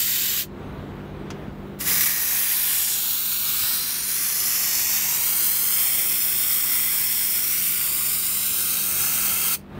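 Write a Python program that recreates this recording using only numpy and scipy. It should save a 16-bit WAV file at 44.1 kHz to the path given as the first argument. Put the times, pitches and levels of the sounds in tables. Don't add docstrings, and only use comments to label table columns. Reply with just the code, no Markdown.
import sys
import numpy as np
from scipy import signal
from scipy.fft import rfft, irfft, next_fast_len
from scipy.io import wavfile
from scipy.ndimage import uniform_filter1d, map_coordinates

SR = 44100
rng = np.random.default_rng(int(sys.argv[2]) if len(sys.argv) > 2 else 0)


def wav_record(signal):
    frames = np.transpose(np.atleast_2d(signal))
    bounded = np.clip(frames, -1, 1)
    quanta = np.round(bounded * 32767).astype(np.int16)
    wavfile.write(sys.argv[1], SR, quanta)


def volts_from_db(level):
    exponent = np.asarray(level, float) / 20
    return 10 ** exponent


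N = 431722

TOP_HZ = 15750


def unit(x):
    return x / np.sqrt(np.mean(x ** 2) + 1e-20)


def along(points, hz):
    f, v = np.transpose(points)
    return np.interp(np.log(hz + 1), np.log(f + 1), v)


def curve(rows, t=None, shut=None):
    s, *cols = np.transpose(rows)
    t = np.arange(N) / SR if t is None else t
    return [np.interp(t, s, c, shut, shut) for c in cols]


def wobble(rate):
    steps = np.arange(0, N + 32, 32)
    knots = rng.standard_normal(int(N * rate / SR) + 4)
    smooth = map_coordinates(knots, [steps * rate / SR])
    return np.interp(np.arange(N), steps, smooth)


def noise(shape):
    hz, t, z = signal.stft(rng.standard_normal(N), SR, nperseg=1024, noverlap=768)
    return unit(signal.istft(z * shape(hz[:, None], t), SR, nperseg=1024, noverlap=768)[1][:N])


def streaks(hz, t, bins, frames):
    field = rng.standard_normal((len(hz), len(t)))
    field = uniform_filter1d(field, size=bins, axis=0)
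    return unit(uniform_filter1d(field, size=frames, axis=1))


# frequency in Hz, spectrum level in dB per Hz.
JET_SPECTRUM = [(350, -28.5), (1000, -17), (1400, -14), (2000, -8.5), (3200, -10), (4600, -9), (6000, -8.5),
                (7400, -9), (9000, -3), (9900, -3), (10500, -8), (11200, -6), (13000, -1.1147), (15600, -1)]
# time in seconds, jet level in dB, tilt from bass to treble in dB, mid bulge in dB.
CORD_PULL = [(0, -21.5, -0.5, -2), (.38, -23, -3, -3), (1.9, -21, -2, -2.5), (2.05, -20.5, -0.5, -1.5),
             (2.15, -23, -0.5, -3.5), (2.67, -21, 1, -2.5), (2.92, -23, -0.5, 9.5), (3.07, -23, 0.5, -1),
             (3.38, -24.5, 0.5, -0.5), (3.63, -21.5, -.5, -1), (4.04, -26.5, -2.5, 4), (4.12, -23, -1, 3.5),
             (5.07, -22, -1.5, 0), (5.5, -21, 2, -1.5), (6.2, -21, 1.6, -3.5), (7.4, -22, 1.5, -2.5),
             (8.4, -23, 1.46, 3.5), (9.55, -21.5, -0.5, -0.5)]
SPIT_DB, BLAST_SPIT_DB = .7, 1.1
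THROAT_DB, FIRST_THROAT_DB = -0.06, -3
BLAST_DB, BLAST_THROAT_DB = 1.5, 1.5


def jet(patchy_db=1.1):
    def shape(hz, t):
        _, tilt_db, bulge_db = curve(CORD_PULL, t)
        place = np.clip(hz / 8000 - 1, -1, 1)
        colour_db = along(JET_SPECTRUM, hz) + tilt_db * place + bulge_db * (1 - place ** 2)
        patches_db = patchy_db * (1 + np.exp(-(hz / 5000) ** 2)) * streaks(hz, t, 3, 90)
        gain = volts_from_db(colour_db + patches_db)
        wide_rush = blast(t / 2 + BLAST_S / 2)
        second_db = THROAT_DB + BLAST_THROAT_DB * wide_rush
        throat_db = np.where(t < CRACK_STEPS[0][0], FIRST_THROAT_DB, second_db)
        gain = gain * volts_from_db(throat_db * np.exp(-np.log((hz + 1) / 1800) ** 2 / 0.21))
        gain = gain * (hz < TOP_HZ) * reflections(hz, t)
        return gain / np.sqrt(np.mean(abs(gain) ** 2, axis=0))
    rush = blast(np.arange(N) / SR)
    spit_db = (SPIT_DB + BLAST_SPIT_DB * rush) * wobble(300)
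    level_db = curve(CORD_PULL)[0] + BLAST_DB * rush + 0.473 * wobble(15) + spit_db
    return valve() * volts_from_db(level_db) * noise(shape)


# start of the fall in seconds, time to lose 10 dB in seconds, steepening power.
VALVE_SHUTS = [
    (.374, .063, 3.3),
    (9.553, .006, .62),
]
# time in seconds, level relative to the full jet in dB.
CRACK_STEPS = [
    (1.786, -39),
    (1.79, -23),
    (1.812, -4.5),
    (1.83, -9.5),
    (1.846, -9),
    (1.876, 0),
]


def valve():
    t = np.arange(N) / SR
    first_db, last_db = (-10 * (np.clip(t - s, 0, 1) / fall_s) ** power for s, fall_s, power in VALVE_SHUTS)
    second_db = np.where(t < CRACK_STEPS[0][0], -200, curve(CRACK_STEPS)[0]) + last_db
    return volts_from_db(np.maximum(first_db, second_db))


BLAST_S, BLAST_WIDTH_S = 2.02, .07


def blast(t):
    return np.exp(-((t - BLAST_S) / BLAST_WIDTH_S) ** 2)


# time in seconds, extra path in mm, reflected share.
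GROUND_ECHO = [(4.55, 381, .08), (4.85, 382, .19), (5.05, 372, .15), (5.25, 348, .14), (5.65, 328, .27),
               (5.95, 318, .23), (6.25, 314, .27), (7.35, 313, .22), (7.55, 296, .2), (7.75, 285, .23),
               (8.35, 276, .32), (8.55, 264, .22), (8.8, 259, .08), (9.5, 265, .13)]
# start and end in seconds, path as a ratio of the ground path, share (negative is inverted).
GROUND_FOLLOWERS = [(4.7, 6.4, 1.09, -.11), (5.4, 5.75, .655, .13), (5.95, 7.5, .615, .17),
                    (5.95, 7.35, .84, -.12), (6.05, 7.45, .805, .13), (7.55, 7.8, .86, .15),
                    (6.35, 7.15, 1.25, .09), (5.25, 5.75, .535, -.18), (5.9, 7.4, .5, -.1),
                    (6, 7.4, 1.15, -.08), (5.6, 7.4, 1.94, .07), (6.6, 7.4, 1.85, -.08),
                    (6.85, 7.4, .72, -.08), (7.75, 8.45, 1.45, -.13), (7.9, 8.15, .86, -.1),
                    (7.9, 8.15, .66, -.12), (7.95, 8.45, 1.92, .1), (8.65, 9.1, 2.07, .08),
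                    (8.65, 9.5, 1.58, -.09)]
# start and end in seconds, extra path at start and at end in mm, share.
ARM_AND_TANK = [(0, .4, 34, 36, -.37), (0, .4, 93, 97, .17), (0, .4, 70, 71, -.2), (1.85, 2.6, 59, 57, .24),
                (1.85, 2.45, 76, 76, -.21), (2.45, 2.65, 50, 48, -.21), (2.75, 2.95, 70, 74, -.18),
                (2.9, 3.95, 33, 40, -.22), (2.95, 3.45, 127, 131, -.22), (2.75, 3.45, 294, 299, .08),
                (3.05, 3.75, 90, 86, .17), (3.65, 4.15, 106, 82, -.21), (4.25, 5.1, 79, 73, -.24),
                (3.75, 4.25, 69, 63, .18), (4.35, 5.1, 61, 53, .34), (4.25, 5.05, 119, 112, .11),
                (4.7, 5.05, 29, 31, -.16), (5.25, 7.45, 43, 41, .11), (5.8, 7.75, 126, 128, .2),
                (7.75, 8.45, 61, 61, -.17), (7.85, 8.35, 110, 106, -.22), (0, .4, 125, 125, -.1),
                (8.45, 9.1, 136, 143, -.06), (8.9, 9.45, 46, 43, .2)]
# start and end in seconds, extra path at start and at end in mm, share.
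FRAME_AND_AXLE = [(0, .4, 483, 488, -.12), (0, .4, 189, 189, .22), (1.85, 2.35, 192, 165, .16),
                  (2.8, 3.45, 532, 522, -.1), (1.95, 2.95, 419, 426, .09), (2.75, 3.05, 161, 160, -.22),
                  (2.65, 3.35, 250, 248, .15), (3.45, 4.05, 262, 255, .11), (3.3, 4.65, 244, 237, .12),
                  (3.05, 3.45, 218, 211, -.12), (3.65, 4.45, 435, 395, .1), (1.87, 2.15, 341, 341, .11),
                  (4.25, 5.05, 304, 291, .1), (4.45, 5.25, 214, 207, -.11), (7.85, 8.55, 170, 166, -.29),
                  (8.75, 9.5, 183, 183, -.21), (7.95, 9.5, 208, 203, -.17), (8.3, 9.5, 735, 722, -.08),
                  (8.35, 8.55, 334, 326, .15), (8.55, 9.5, 582, 585, -.14), (8.65, 9.25, 360, 349, -.09),
                  (8.65, 9.45, 388, 396, -.09), (8.65, 9.45, 702, 704, -.09), (8.6, 9.5, 457, 457, .08)]


def reflections(hz, t):
    count, t = len(t), t[1::3]
    total = np.ones((len(hz), len(t)), complex)
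    dull = 1.22 * np.exp(-(hz / 14000) ** 2 / 2)
    ground_mm, ground_share = curve(GROUND_ECHO, t)
    echoes = [(GROUND_ECHO[0][0], GROUND_ECHO[-1][0], ground_mm, ground_share)]
    for start, end, ratio, share in GROUND_FOLLOWERS:
        echoes.append((start, end, ratio * ground_mm, share + 0 * t))
    for start, end, first_mm, last_mm, share in ARM_AND_TANK + FRAME_AND_AXLE:
        path_mm = np.interp(t, [start, end], [first_mm, last_mm])
        echoes.append((start, end, path_mm, share + 0 * t))
    for start, end, path_mm, share in echoes:
        seen = np.clip(np.minimum(t - start, end - t) / .14 + 1, 0, 1)
        on = seen > 0
        delay = path_mm[on] / 343e3
        total[:, on] += share[on] * seen[on] * dull * np.exp(-2j * np.pi * hz * delay)
    return total[:, np.minimum(np.arange(count) // 3, len(t) - 1)]


# frequency in Hz, time to decay by 60 dB in seconds.
UNDERSIDE_DECAY = [(1000, 0.23), (5000, 0.23), (15000, 0.084)]


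def underside(x):
    hz, t, z = signal.stft(rng.standard_normal(SR // 3), SR, nperseg=256)
    decay = volts_from_db(-60 * t / along(UNDERSIDE_DECAY, hz)[:, None])
    tail = signal.istft(z * decay, SR, nperseg=256)[1]
    return signal.fftconvolve(x, tail / np.linalg.norm(tail))[:N]


# time in seconds, level in dB.
SEEP_LEVEL = [
    (1.48, -92.5),
    (1.53, -72.5),
    (1.65, -69.5),
    (1.79, -68),
    (1.82, -90),
]


def seep():
    def two_bands(hz, t):
        lower = 1 / (1 + ((hz - 14300) / 400) ** 4)
        upper = .6 / (1 + ((hz - 15400) / 300) ** 4)
        return lower + upper
    return volts_from_db(curve(SEEP_LEVEL, shut=-200)[0] + 3 * wobble(25)) * noise(two_bands)


# time in seconds, peak in dB, colour in Hz, time to decay by 60 dB in seconds.
VALVE_TICKS = [
    (1.304, -36, 5430, 0.064),
    (1.304, -35.5, 1800, 0.099),
    (1.446, -62.5, 12000, .01),
]
# time in seconds, peak in dB, frequency in Hz, length in cycles.
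FINGER_BUMPS = [
    (1.479, -20.5, 185, 2),
    (3.63, -36, 110, 2),
    (.785, -28, 90, 1.5),
]


def handling():
    out, t = np.zeros(N + SR), np.arange(SR // 5) / SR
    hz = np.fft.rfftfreq(len(t), 1 / SR)
    for s, db, colour_hz, t60 in VALVE_TICKS:
        resonance = 1 / (1 + ((hz - colour_hz) / 1500) ** 2)
        burst = unit(irfft(rfft(rng.standard_normal(len(t))) * resonance, len(t)))
        crack = 0.45 * volts_from_db(-60 * t / 0.0037) * rng.standard_normal(len(t))
        out[round(s * SR):][:len(t)] += volts_from_db(db) * (volts_from_db(-60 * t / t60) * burst + crack)
    for s, db, push_hz, cycles in FINGER_BUMPS:
        life = np.clip(t * push_hz / cycles, 0, 1)
        out[round(s * SR):][:len(t)] += volts_from_db(db) * np.sin(np.pi * life) * np.sin(2 * np.pi * push_hz * t)
    return out[:N]


# time in seconds, level in dB.
YARD_LEVEL = [(0, -44.5), (2.2, -45), (2.75, -49), (3.5, -47), (7.7, -46.5), (9, -42.5), (9.79, -42)]
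# frequency in Hz, spectrum level in dB per Hz.
RUMBLE_SPECTRUM = [(30, -34.5), (45, -3.5), (120, -14), (230, -13), (400, -13.5), (480, -18.5),
                   (1500, -27.5), (2100, -33), (3800, -39.5), (5000, -49.5), (7500, -54.5), (10500, -57),
                   (12000, -55.5), (15700, -52)]
# multiple of the firing rate, level in dB.
ENGINE_ORDERS = [(1, -6), (2, -4), (3, 0), (4, 2), (5, -7.5), (6, -11.5), (7, -6.5), (8, -9.5), (9, -23.5),
                 (10, -26)]
FIRING_HZ = 49.45


def yard(tone_db=-3, rumble_db=-2):
    turns = np.cumsum(FIRING_HZ + 0.09813 * wobble(2)) / SR
    tones = np.zeros(N)
    for k, db in ENGINE_ORDERS:
        tones += volts_from_db(db + 1.5 * wobble(6)) * np.sin(2 * np.pi * (k * turns + k * k / 4))

    def rumble_shape(hz, t):
        mottle_db = np.clip(hz / 4000, .6, 1.8) * streaks(hz, t, 16, 20)
        return volts_from_db(along(RUMBLE_SPECTRUM, hz) + mottle_db)
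    rumble = volts_from_db(rumble_db + .8 * wobble(9)) * noise(rumble_shape)
    return volts_from_db(curve(YARD_LEVEL)[0] + gain_lift_db()) * (volts_from_db(tone_db) * unit(tones) + rumble)


# start in seconds, time the jet pulls it down in seconds, lift in dB.
GAIN_RELEASES = [
    (.4, 1.847, 10),
    (9.67, 10, 14),
]
GAIN_RISE_S, GAIN_FALL_S = .2, .27


def gain_lift_db():
    t = np.arange(N) / SR
    lift_db = np.zeros(N)
    for up, down, db in GAIN_RELEASES:
        rise, fall = (t - up) / GAIN_RISE_S, 1 - (t - down) / GAIN_FALL_S
        lift_db += db * np.clip(np.minimum(rise, fall), 0, 1)
    return lift_db


# start in seconds, lower and upper edge in Hz.
SIDE_BANDS = [(0.276, 5000, 9400), (2.343, 9000, 10200), (2.411, 6700, 14100), (2.947, 7600, 8900),
              (3.461, 4800, 6200), (4.017, 5700, 12400), (4.386, 4400, 10900), (4.456, 6300, 10300),
              (4.689, 10400, 11600), (4.735, 5300, 10100), (4.781, 9200, 14400), (5.131, 4400, 11600),
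              (5.407, 7100, 10300), (5.712, 4400, 8900), (5.895, 7900, 15700), (6.197, 4700, 13800),
              (7.73, 9000, 12300), (9.008, 4400, 8200), (9.054, 4800, 6200)]
FILL_S, FILL_DB = 0.0419, -42.5


def noise_fill():
    side, size = np.zeros(N), round(FILL_S * SR)
    hz = np.fft.rfftfreq(size, 1 / SR)
    window = np.sin(np.pi * np.arange(size) / size)
    for s, from_hz, to_hz in SIDE_BANDS:
        band = irfft(rfft(rng.standard_normal(size)) * (hz > from_hz) * (hz < to_hz), size)
        width = np.sqrt((to_hz - from_hz) / 1000)
        side[round(s * SR):][:size] += volts_from_db(FILL_DB) * width * unit(band * window)
    return np.array([side, -side])


def scene():
    near = jet() + handling()
    mono = near + volts_from_db(-20.5) * underside(near) + seep() + yard()
    return np.array([mono, mono])


def top_cut(x):
    return signal.sosfilt(signal.butter(12, 17100, fs=SR, output="sos"), x)


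def record(dry):
    size = next_fast_len(N + 8192)
    hz = np.fft.rfftfreq(size, 1 / SR)
    low_pass = np.clip((TOP_HZ - hz) / 120 + .5, 0, 1)
    passband = low_pass / (1 + (40 / (hz + 1)) ** 8)
    mix = irfft(rfft(dry + noise_fill(), size) * passband, size)[:, :N]
    return top_cut(mix)


dry = scene()
out = record(dry)
wav_record(out)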